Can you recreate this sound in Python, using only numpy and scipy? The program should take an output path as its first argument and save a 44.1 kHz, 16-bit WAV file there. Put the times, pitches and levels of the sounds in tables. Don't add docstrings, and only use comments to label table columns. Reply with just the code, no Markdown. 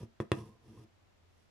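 import sys
import numpy as np
from scipy import signal
from scipy.fft import rfft, irfft
from scipy.io import wavfile

SR = 44100
rng = np.random.default_rng(int(sys.argv[2]) if len(sys.argv) > 2 else 0)


def waveform_to_disk(signal):
    frames = np.transpose(np.atleast_2d(signal))
    scaled = np.clip(frames, -1, 1) * 32767
    samples = np.round(scaled).astype(np.int16)
    wavfile.write(sys.argv[1], SR, samples)


N = 66150
TIME = np.arange(N) / SR


def from_db(db):
    return 10 ** (np.asarray(db) / 20)


def level(curve):
    return from_db(np.interp(TIME, *np.transpose(curve), left=-np.inf, right=-np.inf))


def rms_one(x):
    return x / np.sqrt(np.mean(x ** 2) + 1e-20)


def cut(x, hz, kind, order=2):
    return signal.sosfilt(signal.butter(order, hz, kind, fs=SR, output="sos"), x)


def ring(force, hz, t60):
    r, w = np.exp(-np.log(1000) / (t60 * SR)), 2 * np.pi * hz / SR
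    return signal.lfilter([1, -1], [1, -2 * r * np.cos(w), r * r], force + 1e-18)


def colour(x, spectrum):
    hz, db = np.transpose(spectrum)
    bins = np.maximum(np.arange(N // 2 + 1) * SR / N, 1)
    gain = from_db(np.interp(np.log(bins), np.log(hz), db))
    return rms_one(irfft(rfft(x) * gain, N))


def widen(mid, side, width):
    return np.array([mid + width * side, mid - width * side])


def pan(db):
    return from_db([[db / 2], [-db / 2]])


def drift(hz):
    return rms_one(cut(rng.standard_normal(2 * N), hz, "low")[N:])


def click(t, db):
    return from_db(db) * (np.arange(N) == int(t * SR)) + 1e-18


# f/Hz, relative level/dB
ROOM_SPECTRUM = [(20, 7), (45, 4.5), (75, -1.5), (110, 1), (150, -6.5), (300, -8), (600, -10.5),
                 (1400, -16), (3500, -21.5), (7000, -28), (9000, -34.5), (15000, -32)]


def room_tone():
    noise = widen(*rng.standard_normal((2, N)), width=1)
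    return from_db(-66.5) * colour(noise, ROOM_SPECTRUM)


# t/s, level/dB
HUM_SWELL = [(0, -83.5), (.99, -76.5), (1.08, -72.5), (1.33, -71.5), (1.42, -77), (1.5, -84)]


def hum(hz=89, waver_hz=3, waver_db=1.5):
    phase = 2 * np.pi * np.cumsum(hz + waver_hz * drift(8)) / SR
    db = np.interp(TIME, *np.transpose(HUM_SWELL)) + waver_db * drift(8.9)
    return from_db(db) * np.sqrt(2) * np.sin(phase)


# t60/s, level/dB, low cut f/Hz, high cut f/Hz
ECHO_TAILS = [(0.069, -7.5, 460, 6000), (.25, -10.5, 287, 3000)]


def reflections(x, first_echo_s=0.0039):
    echoes, t = 0, TIME[:SR // 2]
    for t60, db, low_hz, high_hz in ECHO_TAILS:
        tail = rng.standard_normal((2, len(t))) * np.exp(-np.log(1000) * t / t60) * (t > first_echo_s)
        tail /= np.sqrt(np.sum(tail ** 2) / 2)
        tail = cut(cut(tail, low_hz, "high"), high_hz, "low", order=1)
        echoes = echoes + from_db(db) * signal.fftconvolve(x[None], tail, axes=1)[:, :N]
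    return echoes


def back_echo(x, delay_s=.00131, db=-10):
    lag = round(delay_s * SR)
    return -from_db(db) * np.pad(x, [(0, 0), (lag, 0)])[:, :N]


# f/Hz, plucked level/dB, t60/s, rubbed level/dB (levels relative)
CLOTH_MODES = [(99.4, -6.5, .07, -8), (110.4, 3, 0.091, 12), (169, -12, 0.069, -17.5),
               (204, -14, 0.1, -2.5), (228.9, -40, 0.22, -3.5), (309.2, -4.5, 0.081, -8),
               (345.6, -2.5, 0.077, 0.5), (422, -21.5, .1, -5), (504, -23.5, 0.17, -12.5),
               (677, -31.5, 0.22, -18), (985, -12, 0.055, -10.5), (1145, -44.5, .08, -23.5),
               (1243, -24, 0.13, -20.5), (1620, -23.5, 0.1, -24), (1801, -26.5, 0.085, -32)]


def plucked_cloth(pluck):
    return sum(from_db(db) * ring(pluck, hz, t60) for hz, db, t60, _ in CLOTH_MODES)


def rubbed_cloth(drag):
    modes = (from_db(db) * ring(drag, hz, t60) for hz, _, t60, db in CLOTH_MODES)
    return rms_one(sum((-1) ** k * mode for k, mode in enumerate(modes)))


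# f/Hz, relative level/dB, t60/s, left minus right/dB
FIBRE_MODES = [(2730, -1.5, 0.0074, -0.5), (3210, -4.5, 0.0063, -6.5), (4610, -21, 0.011, -5),
               (6070, -19.5, 0.0067, -3), (6880, -18.5, 0.0051, -3), (9330, -16, 0.0033, 19.5)]


def fibre_snaps(jerk, grit_t60=.004, grit_db=-12.5, dull_hz=7870):
    dying = signal.lfilter([1], [1, -np.exp(-np.log(1000) / (grit_t60 * SR))], jerk)
    grit = from_db(grit_db) * dying * rng.standard_normal((2, N))
    force = cut(jerk + grit, dull_hz, "low")
    return sum(from_db(db) * pan(side) * ring(force, hz, t60) for hz, db, t60, side in FIBRE_MODES)


# t/s, pluck level/dB, pluck high cut f/Hz, snap level/dB, twang f/Hz, twang level/dB
RELEASES = [(0.0137, -54.5, 690, -66.5, 2500, -76), (0.0314, -42, 402.4, -81, 2520, -70),
            (0.202, -32, 2175, -47, 3340, -52), (0.3176, -25, 3300, -26.5, 2720, -54)]


def thread_pops(twang_t60=0.03):
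    pluck = sum(cut(click(t, db), hz, "low") for t, db, hz, *_ in RELEASES)
    twang = sum(ring(click(t, db), hz, twang_t60) for t, *_, hz, db in RELEASES)
    jerk = sum(click(t, db) for t, _, _, db, *_ in RELEASES)
    return plucked_cloth(pluck) + twang + fibre_snaps(jerk)


def slips(per_s=2300, spread_db=1.5):
    sizes = from_db(spread_db * np.minimum(rng.exponential(1, N), 4))
    return sizes * rng.choice([-1, 1], N) * (rng.random(N) < per_s / SR)


# t/s, level/dB
SING_SWELL = [(.33, -77.5), (.36, -69), (.4, -63.5), (.47, -71.5), (.555, -80.5), (.6, -85), (.74, -98),
              (.782, -67.5), (.83, -94), (.86, -100)]


def thread_sing(force, hz=1020, t60=0.019):
    return rms_one(ring(ring(force, hz, t60), hz, t60)) * level(SING_SWELL)


# t/s, relative level/dB
RUB_CURVES = [
    [(0, -3.5), (.015, -2), (.04, -3), (.05, -9.5), (.075, -31)],
    [(.202, 6), (.209, 2.5), (.222, -1.5), (.232, -12), (.27, -18.5)],
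    [(.317, 7.5), (.335, 3), (.36, 0.5), (.402, 1.5), (.432, -5.5), (.478, -7), (.52, -15.5), (.57, -24.5)],
    [(.59, -24.5), (.65, -14), (.69, -9.5), (.75, -11), (.785, -7), (.82, -11), (.839, -8.5), (.852, -18)],
]
RUB_SHAKE = [0, 3.5, -1, -1]
# f/Hz, relative level/dB
FRICTION_SPECTRUM = [(600, -8), (1050, -19), (1450, -20), (2200, -2), (3050, 4), (4200, -2.5), (5400, 3),
                     (5750, 5), (6150, -3), (8200, -3.5), (9400, -1), (10700, 0), (12000, -4.5),
                     (15000, -8)]
# t/s, level/dB
SLACK_RUSTLE = [(1.2, -100), (1.3, -87), (1.42, -81), (1.47, -87)]


def sliding_thread(murmur_db=-45.5, hiss_db=-65, dull_hz=1640):
    efforts = [level(curve) for curve in RUB_CURVES]
    shake = sum(from_db(db) * effort for db, effort in zip(RUB_SHAKE, efforts))
    force = slips()
    drag = cut(force * shake, dull_hz, "low")
    murmur = from_db(murmur_db) * rubbed_cloth(drag) * np.sqrt(np.mean(shake ** 2))
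    friction = colour(widen(force, slips(), width=0.83), FRICTION_SPECTRUM)
    hiss = friction * (from_db(hiss_db) * sum(efforts) + level(SLACK_RUSTLE))
    return murmur + thread_sing(force), hiss * pan(db=-2.5)


def scene():
    body, hiss = sliding_thread()
    cloth = thread_pops() + body
    close = cloth + reflections(cloth.mean(axis=0)) + hiss
    return close + back_echo(close) + room_tone() + hum()


def record(dry):
    heard = cut(cut(dry, hz=44.5, kind="high"), hz=11300, kind="low")
    stop_hz = 15600
    return signal.sosfilt(signal.cheby2(16, 60, stop_hz, fs=SR, output="sos"), heard)


dry = scene()
out = record(dry)
waveform_to_disk(out)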